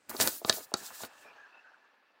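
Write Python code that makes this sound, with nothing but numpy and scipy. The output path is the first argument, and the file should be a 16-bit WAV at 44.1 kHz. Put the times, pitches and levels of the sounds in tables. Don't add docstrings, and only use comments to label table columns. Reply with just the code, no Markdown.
import sys
import numpy as np
from scipy import signal
from scipy.fft import rfft, irfft
from scipy.io import wavfile
from scipy.ndimage import uniform_filter1d, map_coordinates

SR = 44100
rng = np.random.default_rng(int(sys.argv[2]) if len(sys.argv) > 2 else 0)


def to_wav(s):
    ch = np.atleast_2d(s).T
    pcm = np.round(np.clip(ch, -1, 1) * 32767)
    wavfile.write(sys.argv[1], SR, pcm.astype(np.int16))


N = 97020
TIME = np.arange(N) / SR
PULSE_HZ = np.linspace(0, SR / 2, 2049)
GRAINS_PER_S = 5600
ECHO_SHARE = 0.377


def amp(db):
    return 10 ** (np.asarray(db) / 20)


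def unit(x):
    return x / np.sqrt(np.mean(x ** 2) + 1e-20)


def read(points, hz):
    f, value = np.transpose(points)
    return np.interp(np.log(hz + 1), np.log(f), value)


def level(rows, axis=1):
    rows = np.array(rows)
    outside_s = np.maximum(rows[0, 0] - TIME, 0) + np.maximum(TIME - rows[-1, 0], 0)
    return amp(np.interp(TIME, rows[:, 0], rows[:, axis]) - 60 * outside_s)


def colour(x, points):
    gain = amp(read(points, np.fft.rfftfreq(N, 1 / SR)))
    return unit(irfft(rfft(x) * gain, N))


def band(hz, centre_hz, octaves):
    return np.exp(-np.log2((hz + 1) / centre_hz) ** 2 / octaves ** 2)


def add(mix, s, sound):
    part = mix[max(round(s * SR), 0):][:len(sound)]
    part += sound[:len(part)]


def resonate(x, hz, width):
    return signal.lfilter(*signal.iirpeak(hz, hz / width, SR), x)


def tail(x, t60, start_s):
    hz, t, z = signal.stft(rng.choice([-1., 1.], SR // 2), SR, nperseg=128)
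    decay = amp(-60 * t / read(t60, hz)[:, None])
    taps = signal.istft(z * decay)[1]
    taps *= np.clip(np.arange(len(taps)) / SR / abs(start_s) - 1, 0, 1)
    return signal.fftconvolve(x, taps / np.linalg.norm(taps))[:N]


def friction(per_s):
    spread_db, smooth_share = 3.5, 0.59
    sizes = amp(spread_db * np.minimum(rng.exponential(1, N), 5))
    slips = sizes * rng.choice([-1, 1], N) * (rng.random(N) < per_s / SR)
    smooth = rng.standard_normal(N)
    return np.sqrt(1 - smooth_share) * unit(slips) + np.sqrt(smooth_share) * smooth


def pulse(gain, delay_s=0):
    bend_lag_s = 0.00019
    hz = PULSE_HZ
    log_gain = np.log(np.maximum(gain, 1e-5))
    mirrored_log = np.r_[log_gain, log_gain[-2:0:-1]]
    spectrum = np.exp(np.conj(signal.hilbert(mirrored_log)))[:len(hz)]
    bend_cycles = 2 * bend_lag_s * np.sqrt(1000 * hz)
    delay_cycles = np.cumsum(delay_s + 0 * hz) * hz[1]
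    lag = 2 * np.pi * (bend_cycles + delay_cycles)
    return irfft(spectrum * np.exp(-1j * lag))[:len(hz)]


def room_hush():
    # [frequency_hz, gain_db]
    hush_colour = [(25, -49), (150, -18.5), (260, -5.5), (1750, -7.5), (2100, -7.5), (2650, -8.5),
                   (3200, -14), (4600, -16), (6500, -34.5), (16000, -32)]
    hush = colour(rng.standard_normal(N), hush_colour)
    return amp(-73.5) * unit(hush + resonate(hush, hz=1690, width=70))


def room_reflections(paper):
    # [frequency_hz, t60_s]
    room_t60 = [(150, 0.14), (700, .22), (15000, 0.045)]
    return amp(-20) * tail(paper, room_t60, start_s=.005)


def scuffs():
    # [start_s, length_s, level_db, pitch_hz]
    scuff_rows = [(1.244, 0.068, -63.5, 2410), (1.376, 0.095, -59, 1640), (1.533, 0.027, -62, 1422),
                  (1.522, 0.088, -62, 2640), (1.641, 0.0615, -59.5, 1553), (1.734, 0.016, -56.5, 1515),
                  (1.843, 0.027, -64.5, 1610)]
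    width_hz, edge_s = 130, 0.0036
    out = np.zeros(N)
    for s, length_s, db, hz in scuff_rows:
        rub = friction(GRAINS_PER_S)
        for _ in range(2):
            rub = resonate(rub, hz, width_hz)
        to_edge_s = np.minimum(TIME - s, s + length_s - TIME)
        out += amp(db) * unit(rub) * np.clip(to_edge_s / edge_s, 0, 1)
    return out


def patchy(x, depth_db):
    z = signal.stft(x, nperseg=256)[2]
    field = uniform_filter1d(rng.standard_normal(z.shape), size=4, axis=0)
    field = uniform_filter1d(field, size=8, axis=1)
    return signal.istft(z * amp(depth_db * unit(field)))[1][:N]


def settling():
    # [time_s, level_db]
    settle_level = [(.6, -68.5), (.8, -56.5), (1.1, -56), (1.2, -61), (1.27, -55.5), (1.46, -60),
                    (1.8, -65.5), (2, -71), (2.2, -70.5)]
    # [frequency_hz, gain_db]
    settle_colour = [(50, -31.5), (170, -20.5), (470, -7), (740, 0.5), (1720, 1), (2150, -11.5),
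                     (2600, -10.5), (5500, -19), (12000, -43)]
    # [pitch_hz, width_hz, gain_db]
    settle_rings = [(1735, 45, 1.5), (2637, 170, 5.7)]
    rub = colour(friction(GRAINS_PER_S), settle_colour)
    rings = sum(amp(db) * resonate(rub, hz, width) for hz, width, db in settle_rings)
    return level(settle_level) * unit(patchy(rub + rings, depth_db=2.5))


def mirrored(x):
    share, relative_drift = 0.25, .05
    out = x.copy()
    for sign in (1, -1, 1):
        drift = signal.resample(rng.standard_normal(20), N)
        delay_s = .003 * rng.uniform(0.45, 2) * (1 + relative_drift * drift)
        out += sign * share * map_coordinates(x, [(TIME - delay_s) * SR], order=3)
    return out / np.sqrt(1 + 3 * share ** 2)


def sliding():
    # [time_s, flutter_db, hiss_db, fizz_db]
    moves = [(0.06, -73.5, -75, -91), (0.085, -63, -75.5, -79.5), (0.1, -42, -42.5, -39),
             (0.118, -49.5, -59, -53.5), (0.14, -48, -55.5, -52), (0.183, -56, -49.5, -47.5),
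             (0.197, -37, -42.5, -44), (0.207, -34, -26, -36), (0.226, -34.5, -28.5, -29),
             (0.245, -36.5, -41, -36), (0.283, -36, -38.5, -33), (0.305, -55, -44, -43),
             (0.34, -55.5, -46, -44.5), (0.385, -66, -52.5, -45.5), (0.41, -67.5, -63, -59)] + [(0.435, -62.5, -63.5, -67), (0.47, -55.5, -48, -45), (0.49, -38, -42.5, -44.5),
                            (0.52, -50, -52.5, -51), (0.539, -45.5, -42, -40.5), (0.58, -59.5, -46.5, -43),
                            (0.605, -50.5, -55, -54), (0.647, -76, -53.5, -51.5), (0.663, -64, -75.5, -69),
                            (0.711, -103, -69.5, -68)] + [(0.744, -36.5, -77, -90), (0.772, -69, -48, -52),
                                           (0.818, -52.5, -54.5, -56), (0.863, -71.5, -45, -47),
                                           (0.918, -61, -60.5, -61), (0.95, -75, -51.5, -52),
                                           (0.985, -73.5, -52, -53.5), (1.02, -54, -45, -49.5),
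                                           (1.045, -44.5, -54, -50.5), (1.062, -54.5, -55, -56),
                                           (1.086, -82, -72.5, -79), (1.222, -68.5, -64.5, -70),
                                           (1.3, -70.5, -83.5, -86)]
    # [frequency_hz, gain_db]
    flutter_colour = [(30, -35), (70, -5), (150, -3.5), (280, 2.5), (850, -1), (1650, -3.5), (2200, -7),
                      (3200, -14.5), (6000, -34)]
    hiss_colour = [(1200, -21), (2200, -9.5), (3100, -4), (4200, 2.5), (6000, 2), (7700, 5), (9300, -1.5),
                   (12000, -25.5)]
    fizz_colour = [(6500, -29), (9200, -2), (11000, -0.5), (12800, -2), (14200, 4), (15500, 1.5),
                   (16500, -11.5)]
    flutter = level(moves, axis=1) * colour(friction(per_s=590), flutter_colour)
    hiss = level(moves, axis=2) * colour(friction(GRAINS_PER_S), hiss_colour)
    fizz = level(moves, axis=3) * colour(friction(GRAINS_PER_S), fizz_colour)
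    return mirrored(flutter + hiss + fizz)


def flops():
    # [start_s, level_db, pitch_hz]
    flop_rows = [(0.1135, -1.5, 1010), (.1465, 7, 380), (.1503, -1, 890), (.416, 0, 520), (.478, 3.5, 526),
                 (0.5708, -1, 600), (0.5817, 0.5, 584), (0.718, 0, 597), (0.905, -8, 1070),
                 (1.0054, -5.5, 840), (1.034, -2, 662), (1.253, -10.5, 607)]
    out = np.zeros(N)
    for s, db, pitch_hz in flop_rows:
        flop = pulse(amp(db) * band(PULSE_HZ, pitch_hz, octaves=0.78))
        add(out, s, flop)
        add(out, s + .0074 * rng.uniform(0.71, 1.315), ECHO_SHARE * flop)
    return out


def wrinkles():
    # [start_s, level_db]
    wrinkle_rows = [(.2113, 2), (0.214, 1), (0.2219, -4), (.2283, -7), (0.2816, -7), (1.05, -18)]
    out = np.zeros(N)
    for s, db in wrinkle_rows:
        pitch_hz = 4160 * 2 ** rng.uniform(-.7, .7)
        add(out, s, pulse(amp(db) * band(PULSE_HZ, pitch_hz, octaves=2.4)))
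    return out


def thump(hz, patch_hz):
    # [multiple_of_pitch, boost_db, t60_s]
    patch_modes = [(.25, 4, .018), (.37, 9.5, .04), (.61, 3.5, .025), (1, 12.5, .018)]
    stiffness = (patch_hz / 1700) ** 3
    ring_power = 0
    for ratio, db, t60 in patch_modes:
        detuning = 2 * np.pi * (hz - ratio * patch_hz) * t60 / np.log(1000)
        ring_power = ring_power + amp(db) ** 2 / (1 + detuning ** 2)
    ring = np.sqrt(1 + stiffness * ring_power)
    bass_cut = 1 / np.hypot(1, (90 / (hz + 1)) ** 3)
    low_slope = hz / np.hypot(hz, 105)
    return bass_cut * ring * low_slope / np.hypot(1, (hz / patch_hz) ** 5)


def snaps():
    # [start_s, thump_db, crack_db, crack_hz, width_octaves, patch_hz, run_s]
    snap_rows = [(0.0947, -19.5, -12, 11000, 1.7, 1520, 0.00065),
                 (0.1656, -23.5, -10, 5100, .65, 1480, 0.00079), (0.2005, 4, -1.5, 6100, 3, 1720, 0.00052),
                 (0.2082, -6.5, -1.5, 7000, .6, 1260, 0.0018), (0.2739, 0.5, 4, 8900, 2.2, 1550, 0.00069),
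                 (0.4473, 5.5, -4, 3400, .9, 1200, 0.00073), (0.4954, 9.5, 13, 4800, .8, 1700, .0011),
                 (0.4983, -6, 2, 5080, 1.65, 1690, 0.0007), (0.5254, -16, -2.5, 3900, 1.1, 1490, 0.0015),
                 (0.7395, 6, 5.5, 5700, .75, 1380, 0.00057), (1.0345, -6, -14, 3500, .5, 1470, 0.00058)]
    hz, raggedness = PULSE_HZ, 0.65
    out = np.zeros(N)
    for s, thump_db, crack_db, crack_hz, octaves, patch_hz, run_s in snap_rows:
        unevenness = abs(signal.resample(rng.standard_normal(20), len(hz)))
        sweep_s = run_s / (1 + (hz / crack_hz) ** 4) + raggedness * run_s * unevenness
        treble_cut = 1 / np.hypot(1, (hz / (2.27 * crack_hz)) ** 6)
        crack = amp(crack_db) * band(hz, crack_hz, octaves) * treble_cut
        blow = np.hypot(amp(thump_db) * thump(hz, patch_hz), crack)
        add(out, s, pulse(blow, sweep_s))
        add(out, s + .0017, ECHO_SHARE * pulse(crack, sweep_s))
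    return out


def buckles():
    # [pitch_hz, boost_db, t60_s]
    body_modes = [(3850, 2, .014), (4480, 1, 0.0059)]
    # [frequency_hz, t60_s]
    scatter_t60 = [(200, 0.037), (4000, 0.022), (12000, 0.0054)]
    blows = snaps() + wrinkles() + flops()
    ringing = np.zeros(N)
    for hz, db, t60 in body_modes:
        width_hz = np.log(1000) / np.pi / t60
        ringing += amp(db) * resonate(blows, hz, width_hz)
    direct = amp(-2.5) * (blows + ringing)
    return direct + amp(-11) * tail(direct, scatter_t60, start_s=.0009)


def scene():
    paper = scuffs() + settling() + sliding() + buckles()
    return (room_hush() + room_reflections(paper) + paper)[None]


def record(dry):
    low_pass = signal.firwin(401, 16000, window=("kaiser", 8), fs=SR)
    return signal.oaconvolve(dry, low_pass[None], "same")


dry = scene()
out = record(dry)
to_wav(out)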